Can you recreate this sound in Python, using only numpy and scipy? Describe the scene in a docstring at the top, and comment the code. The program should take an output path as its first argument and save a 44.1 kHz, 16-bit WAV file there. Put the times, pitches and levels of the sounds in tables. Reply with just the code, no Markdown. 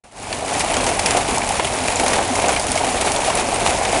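"""Rain and hail on a backyard of turf, paving and gravel, heard from under a patio cover.
Distant rain blends into a wash while countless drops and pellets patter on the ground. Stones drum
on the cover and draw hollow notes, knocks and low booms from it; near hailstones land with sharp
ticks and clacks. The shower surges a little, and the sound fades in over the first half second."""
import sys
import numpy as np
from scipy import signal
from scipy.io import wavfile

SR = 44100
rng = np.random.default_rng(int(sys.argv[2]) if len(sys.argv) > 2 else 0)


def store_pcm(level_fs):
    """Save levels as 16-bit WAV."""
    pcm = np.round(np.clip(level_fs, -1, 1) * 32767).astype(np.int16)
    wavfile.write(sys.argv[1], SR, np.atleast_2d(pcm).T)


N = 176400

# The swell of the shower. Each row: time in seconds, relative strength in dB.
SHOWER_SWELL = [(0, -9), (.5, -1), (.62, 1.1), (.8, -0.6), (.89, 0.3), (.96, -1.1), (1.17, 3), (1.24, -1),
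                (1.33, 1.5), (1.45, -3), (1.55, -0.6), (1.7, -1.1), (1.92, 0.2), (2.14, 2), (2.3, -2.5),
                (2.44, 2.6), (2.6, -2.4), (2.8, -1), (3.07, 0.4), (3.19, -1.5), (3.28, 0.6), (3.35, -1.5),
                (3.39, 1.5), (3.45, -2), (3.58, -2), (3.67, 1.2), (3.8, -1.3), (4, 0.4)]
# EQ curves for the far rain, the ground and the cover. Each row: frequency in Hz, relative gain in dB.
WASH_EQ = [(15, -31), (30, 4.5), (60, 4), (95, 4.5), (150, -1), (250, -1), (500, -5.5), (750, -0.5),
           (1400, -7.5), (2400, -11), (3600, -13.5), (6000, -14), (10000, -14), (12000, -24)]
PATTER_EQ = [(100, -8), (400, 2), (900, 2), (1500, 0), (2400, 5), (3500, -1), (5200, -3), (7200, -1),
             (8300, -2), (10000, 1.5), (12000, -11.5)]
COVER_EQ = [(80, -30.5), (200, -11.5), (300, -8), (420, -5), (550, -4), (690, 0), (820, -3), (1000, -7),
            (1400, -16), (1900, -18.5), (2350, -14.5), (3200, -25), (8000, -44.5)]
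# The cover's low modes. Each row: pitch in Hz, relative level in dB, seconds to die away by 60 dB.
COVER_MODES = [(248, -12, 0.19), (286, -2.5, 0.12), (413, -7, 0.094)]
# Near hailstones. Each row: start in seconds, relative levels of thud, clack, tick and ring in dB,
# ring pitch in Hz, decay in seconds.
NEAR_STONES = [(0.328, -37, -16.5, -24, -24, 4460, 0.0029), (0.595, -25, -35, -16.5, -29, 7140, 0.0041),
               (0.607, -19, -21, -17.5, -41, 2540, 0.0049), (0.741, -27, -18.5, -19, -25, 3060, 0.0028),
               (0.7676, -12.5, -19, -18, -24, 6860, 0.0047), (0.8655, -15.5, -17, -15, -33, 2180, 0.01),
               (0.994, -26, -17.5, -13.5, -25, 2340, 0.004), (1.0604, -36, -12.5, -12, -22, 5600, 0.0064),
               (1.108, -29, -14.5, -17, -20, 7140, 0.0045), (1.1707, -16, -17.5, -15.5, -28, 2300, 0.0062),
               (1.3825, -24, -36, -21, -23, 7640, 0.0012), (1.4187, -28, -21, -40, -20.5, 2310, 0.0045),
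               (1.4898, -29, -22, -17.5, -29, 9300, 0.0049), (1.5964, -14, -15.5, -27, -29, 2140, 0.0032),
               (1.883, -15, -19, -20, -21, 2400, 0.0022), (1.9584, -35, -27, -22, -21, 7100, 0.003),
               (1.998, -18, -19, -16, -26, 2250, 0.0033), (2.062, -16, -14.5, -17, -23, 2220, 0.0057),
               (2.081, -14.5, -25, -15.5, -24, 6500, 0.0038), (2.1328, -15, -19, -18, -25, 1896, 0.0077),
               (2.186, -13, -32, -30, -27, 1900, 0.0041), (2.3538, -29, -23, -18, -25, 2110, 0.0063),
               (2.4839, -13, -30, -21, -22, 6920, 0.0041), (2.4915, -11.5, -20, -17, -25, 2200, 0.008),
               (2.5642, -27, -18, -24, -21, 2350, 0.0035), (2.5968, -32, -30, -16.5, -27.5, 4560, 0.0072),
               (2.6681, -27, -40, -27, -24, 10000, 0.0024), (2.718, -27, -35, -20, -17, 9400, 0.001),
               (2.7555, -31, -40, -20.5, -30, 6640, 0.0035), (2.7755, -36, -22, -19, -21, 2220, 0.0053),
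               (3.0124, -31, -20, -15.5, -29, 9000, 0.0043), (3.0727, -14, -19, -27, -33, 2200, 0.0078),
               (3.1192, -31, -23, -16.5, -25, 7300, 0.0029), (3.3015, -16, -26, -22, -25, 2840, 0.0049),
               (3.3543, -31, -31, -29, -19, 9780, 0.001), (3.5434, -24, -34, -32, -22, 8560, 0.0045),
               (3.6635, -14, -20, -20, -22, 2470, 0.003), (3.6741, -21, -25, -19, -34, 2980, 0.0038),
               (3.8507, -20, -18, -22, -31, 2370, 0.0045)]
# The noise bands of thud, clack and tick. Each row: low edge in Hz, high edge in Hz.
STONE_BANDS = [(450, 1200), (1600, 3400), (4200, 11500)]
# Heavy stones on the cover. Each row: time in seconds, relative level in dB, pitch in Hz.
COVER_KNOCKS = [(0.426, -10.5, 680), (0.568, -27, 690), (0.768, -19, 850), (1.15, -5.5, 680),
                (1.374, -10, 830), (1.507, -9, 800), (2.002, -11, 690), (2.189, -5, 810), (2.441, -7, 700),
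                (2.453, -14, 556), (2.837, -13, 750), (2.886, -16, 790), (3.279, -9.5, 760),
                (3.659, -14, 684), (3.717, -8.5, 683), (3.932, -11.5, 690)]
# Stones that set the cover booming. Each row: start in seconds, relative level in dB, pitch in Hz.
COVER_BOOMS = [(0.774, -21, 259), (0.846, -28, 244), (1.211, -32, 245), (1.316, -23.5, 246),
               (1.816, -26.5, 253), (1.997, -25, 252), (2.061, -26, 252), (2.302, -20.5, 257),
               (2.686, -25.5, 258), (2.869, -25, 260), (3.425, -26, 247)]
# The opening fader move. Each row: time in seconds, gain in dB.
FADE_IN = [(0, -64), (.034, -75), (.039, -16.5), (.11, -21.5), (.16, -12), (.22, -7.5), (.3, -3), (.44, -4),
           (.52, -0.5), (4, 1)]

COVER_SPREAD_DB = 1  # how much the blows on the cover vary in weight


def amp(db):
    """Decibels to gain."""
    return 10 ** (np.asarray(db) / 20)


def unit(x):
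    """Scales to rms 1."""
    return x / np.sqrt(np.mean(x ** 2) + 1e-20)


def curve(points):
    """Automation: straight lines through timed points, at every sample."""
    return np.interp(np.arange(N) / SR, *np.transpose(points))


def add(mix, start_s, sound):
    """Drops a sound into the mix."""
    part = mix[max(round(start_s * SR), 0):][:len(sound)]
    part += sound[:len(part)]


def equalise(x, points):
    """Minimum-phase EQ, so nothing rings ahead of a hit."""
    points_hz, db = np.transpose(points)
    hz = abs(np.fft.fftfreq(8192, 1 / SR))
    log_gain = np.log(amp(np.interp(np.log(hz + 1), np.log(points_hz + 1), db)))
    taps = np.fft.ifft(np.exp(np.conj(signal.hilbert(log_gain)))).real
    return signal.oaconvolve(x, taps[:len(taps) // 2])[:len(x)]


def band(lo_hz, hi_hz, size=N):
    """Noise of rms 1 between two frequencies."""
    sos = signal.butter(2, np.clip([lo_hz, hi_hz], 20, SR / 2 - 100), "band", fs=SR, output="sos")
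    return unit(signal.sosfilt(sos, rng.standard_normal(2 * size))[size:])


def flurry(lo_hz, hi_hz):
    """A random flutter of rms 1: the fall comes in small clumps."""
    t = np.arange(0, N, 128) / SR
    rates_hz = np.geomspace(lo_hz, hi_hz, 30)
    flutter = sum(np.sin(2 * np.pi * (hz * t + rng.random())) / hz ** 0.083 for hz in rates_hz)
    return unit(np.interp(np.arange(N) / SR, t, flutter))


def impacts(per_s, spread_db):
    """Random blows: many small, few large, with a cap on the largest."""
    size = amp(spread_db * np.minimum(rng.exponential(1, N), 3.4))
    return size * rng.choice([-1, 1], N) * (rng.random(N) < per_s / SR)


def bursts(per_s, spread_db, decay_s):
    """Envelope of random blows, each with an instant attack and a dying tail."""
    keep = np.exp(-2 / (decay_s * SR))
    power = impacts(per_s, spread_db) ** 2
    return np.sqrt(signal.lfilter([1 - keep], [1, -keep], power) + 1e-20)


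def echoed(envelope, wet_db, t60_s=0.11):
    """Gives an envelope the diffuse tail that paving, wall and cover throw back."""
    keep = 1e6 ** (-1 / (t60_s * SR))
    power = envelope ** 2
    tail = signal.lfilter([1 - keep], [1, -keep], power)
    return np.sqrt(power + amp(wet_db) ** 2 * tail + 1e-20)


def distant_rain():
    """Far drops merge into a bed of smooth hiss over a low rumble."""
    wash = unit(equalise(rng.standard_normal(N), WASH_EQ))
    return amp(-27 + 0.42 * curve(SHOWER_SWELL)) * wash


def ground_patter(per_s=1100, spread_db=5, decay_s=0.0024, pitches=14):
    """Drops and pellets hit gravel and paving: broad clicks, and short pings of many pitches."""
    clicks = unit(echoed(bursts(per_s, spread_db, decay_s), wet_db=-2.5) * rng.standard_normal(N))
    pings = sum(bursts(per_s / pitches, spread_db, decay_s) * band(hz - 530, hz + 530)
                for hz in np.linspace(1900, 10300, pitches))
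    patter = unit(equalise(clicks + 0.35 * unit(pings), PATTER_EQ))
    return amp(-25.5 + curve(SHOWER_SWELL)) * patter


def cover_drumming(hits_per_s=520, large_per_s=28):
    """Stones drum on the damped cover, and the larger ones wake its low modes."""
    t = np.arange(SR // 4) / SR
    hits = bursts(hits_per_s, COVER_SPREAD_DB, decay_s=0.0032) * rng.standard_normal(N)
    drum = unit(equalise(hits, COVER_EQ))
    ring = sum(amp(db - 60 * t / t60) * np.sin(2 * np.pi * hz * t) for hz, db, t60 in COVER_MODES)
    hum = unit(signal.oaconvolve(impacts(large_per_s, COVER_SPREAD_DB), ring)[:N])
    return amp(-24 + 1.27 * curve(SHOWER_SWELL)) * drum + amp(-40) * hum


def hollow_panels(per_s=130, panels=5):
    """Each panel of the cover answers a stone with a short hollow note of its own."""
    notes = sum(bursts(per_s / panels, COVER_SPREAD_DB, decay_s=0.0068) * band(hz - 84, hz + 84)
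                for hz in np.linspace(632, 833, panels))
    return amp(-28 + 0.5 * curve(SHOWER_SWELL)) * unit(notes)


def near_hailstones(ring_cycles=14, crack_s=0.00053):
    """A close stone lands with a thud, a clack and a cracking tick; what it strikes rings briefly."""
    t, out = np.arange(SR // 10) / SR, np.zeros(N)
    crack = 1 + 0.52 * np.exp(-t / crack_s)  # extra bite on the tick's attack
    for start_s, *band_dbs, ring_db, hz, decay_s in NEAR_STONES:
        thud, clack, tick = (amp(db) * band(lo, hi, len(t))
                             for db, (lo, hi) in zip(band_dbs, STONE_BANDS))
        # The square roots keep a hit's energy the same however short its decay.
        fall = np.exp(-t / decay_s) * np.sqrt(0.0092 / decay_s)
        ring_s = min(decay_s, ring_cycles / hz)
        ring_fall = np.exp(-t / ring_s) * np.sqrt(0.011 / ring_s)
        ring = amp(7 + ring_db) * np.sin(2 * np.pi * hz * t) * ring_fall
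        add(out, start_s, (thud + clack + tick * crack) * echoed(fall, wet_db=-3.5) + ring)
    return amp(-3.5) * out


def cover_knocks(rise_s=0.000794, decay_s=0.0049):
    """A heavy stone makes the cover ring for a few cycles, with a little grit on top."""
    t, out = np.arange(SR // 20) / SR, np.zeros(N)
    envelope = (1 - np.exp(-t / rise_s)) * np.exp(-t / decay_s)
    for time_s, db, hz in COVER_KNOCKS:
        grit = 0.14 * band(420, 3100, len(t))
        add(out, time_s - rise_s, amp(1.5 + db) * envelope * (np.sin(2 * np.pi * hz * t) + grit))
    return out


def cover_booms(rise_s=0.0068, decay_s=0.024):
    """Now and then a blow excites the cover's lowest mode: a round, soft-edged boom."""
    t, out = np.arange(SR // 6) / SR, np.zeros(N)
    envelope = (1 - np.exp(-t / rise_s)) * np.exp(-t / decay_s)
    for start_s, db, hz in COVER_BOOMS:
        add(out, start_s, amp(6 + db) * envelope * np.sin(2 * np.pi * hz * t))
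    return out


def scene():
    """A mono bed of wash, patter and drumming, with the single stones on top."""
    clumps = flurry(lo_hz=5, hi_hz=30)
    bed = distant_rain() + ground_patter() * amp(1.47 * clumps)
    cover = cover_drumming() * amp(0.33 * clumps) + hollow_panels() + cover_knocks() + cover_booms()
    return (bed + cover + near_hailstones())[None]


def record(dry, ceiling=0.8, top_hz=11000):
    """The master chain: fade in, soft-clip the peaks, cut the top end."""
    faded = dry * amp(curve(FADE_IN))
    clipped = faded / (1 + (faded / ceiling) ** 4) ** (1 / 4)
    lowpass = signal.firwin(111, top_hz, window=("kaiser", 8), fs=SR)
    return signal.oaconvolve(clipped, lowpass[None], "same")


dry = scene()
out = record(dry)
store_pcm(out)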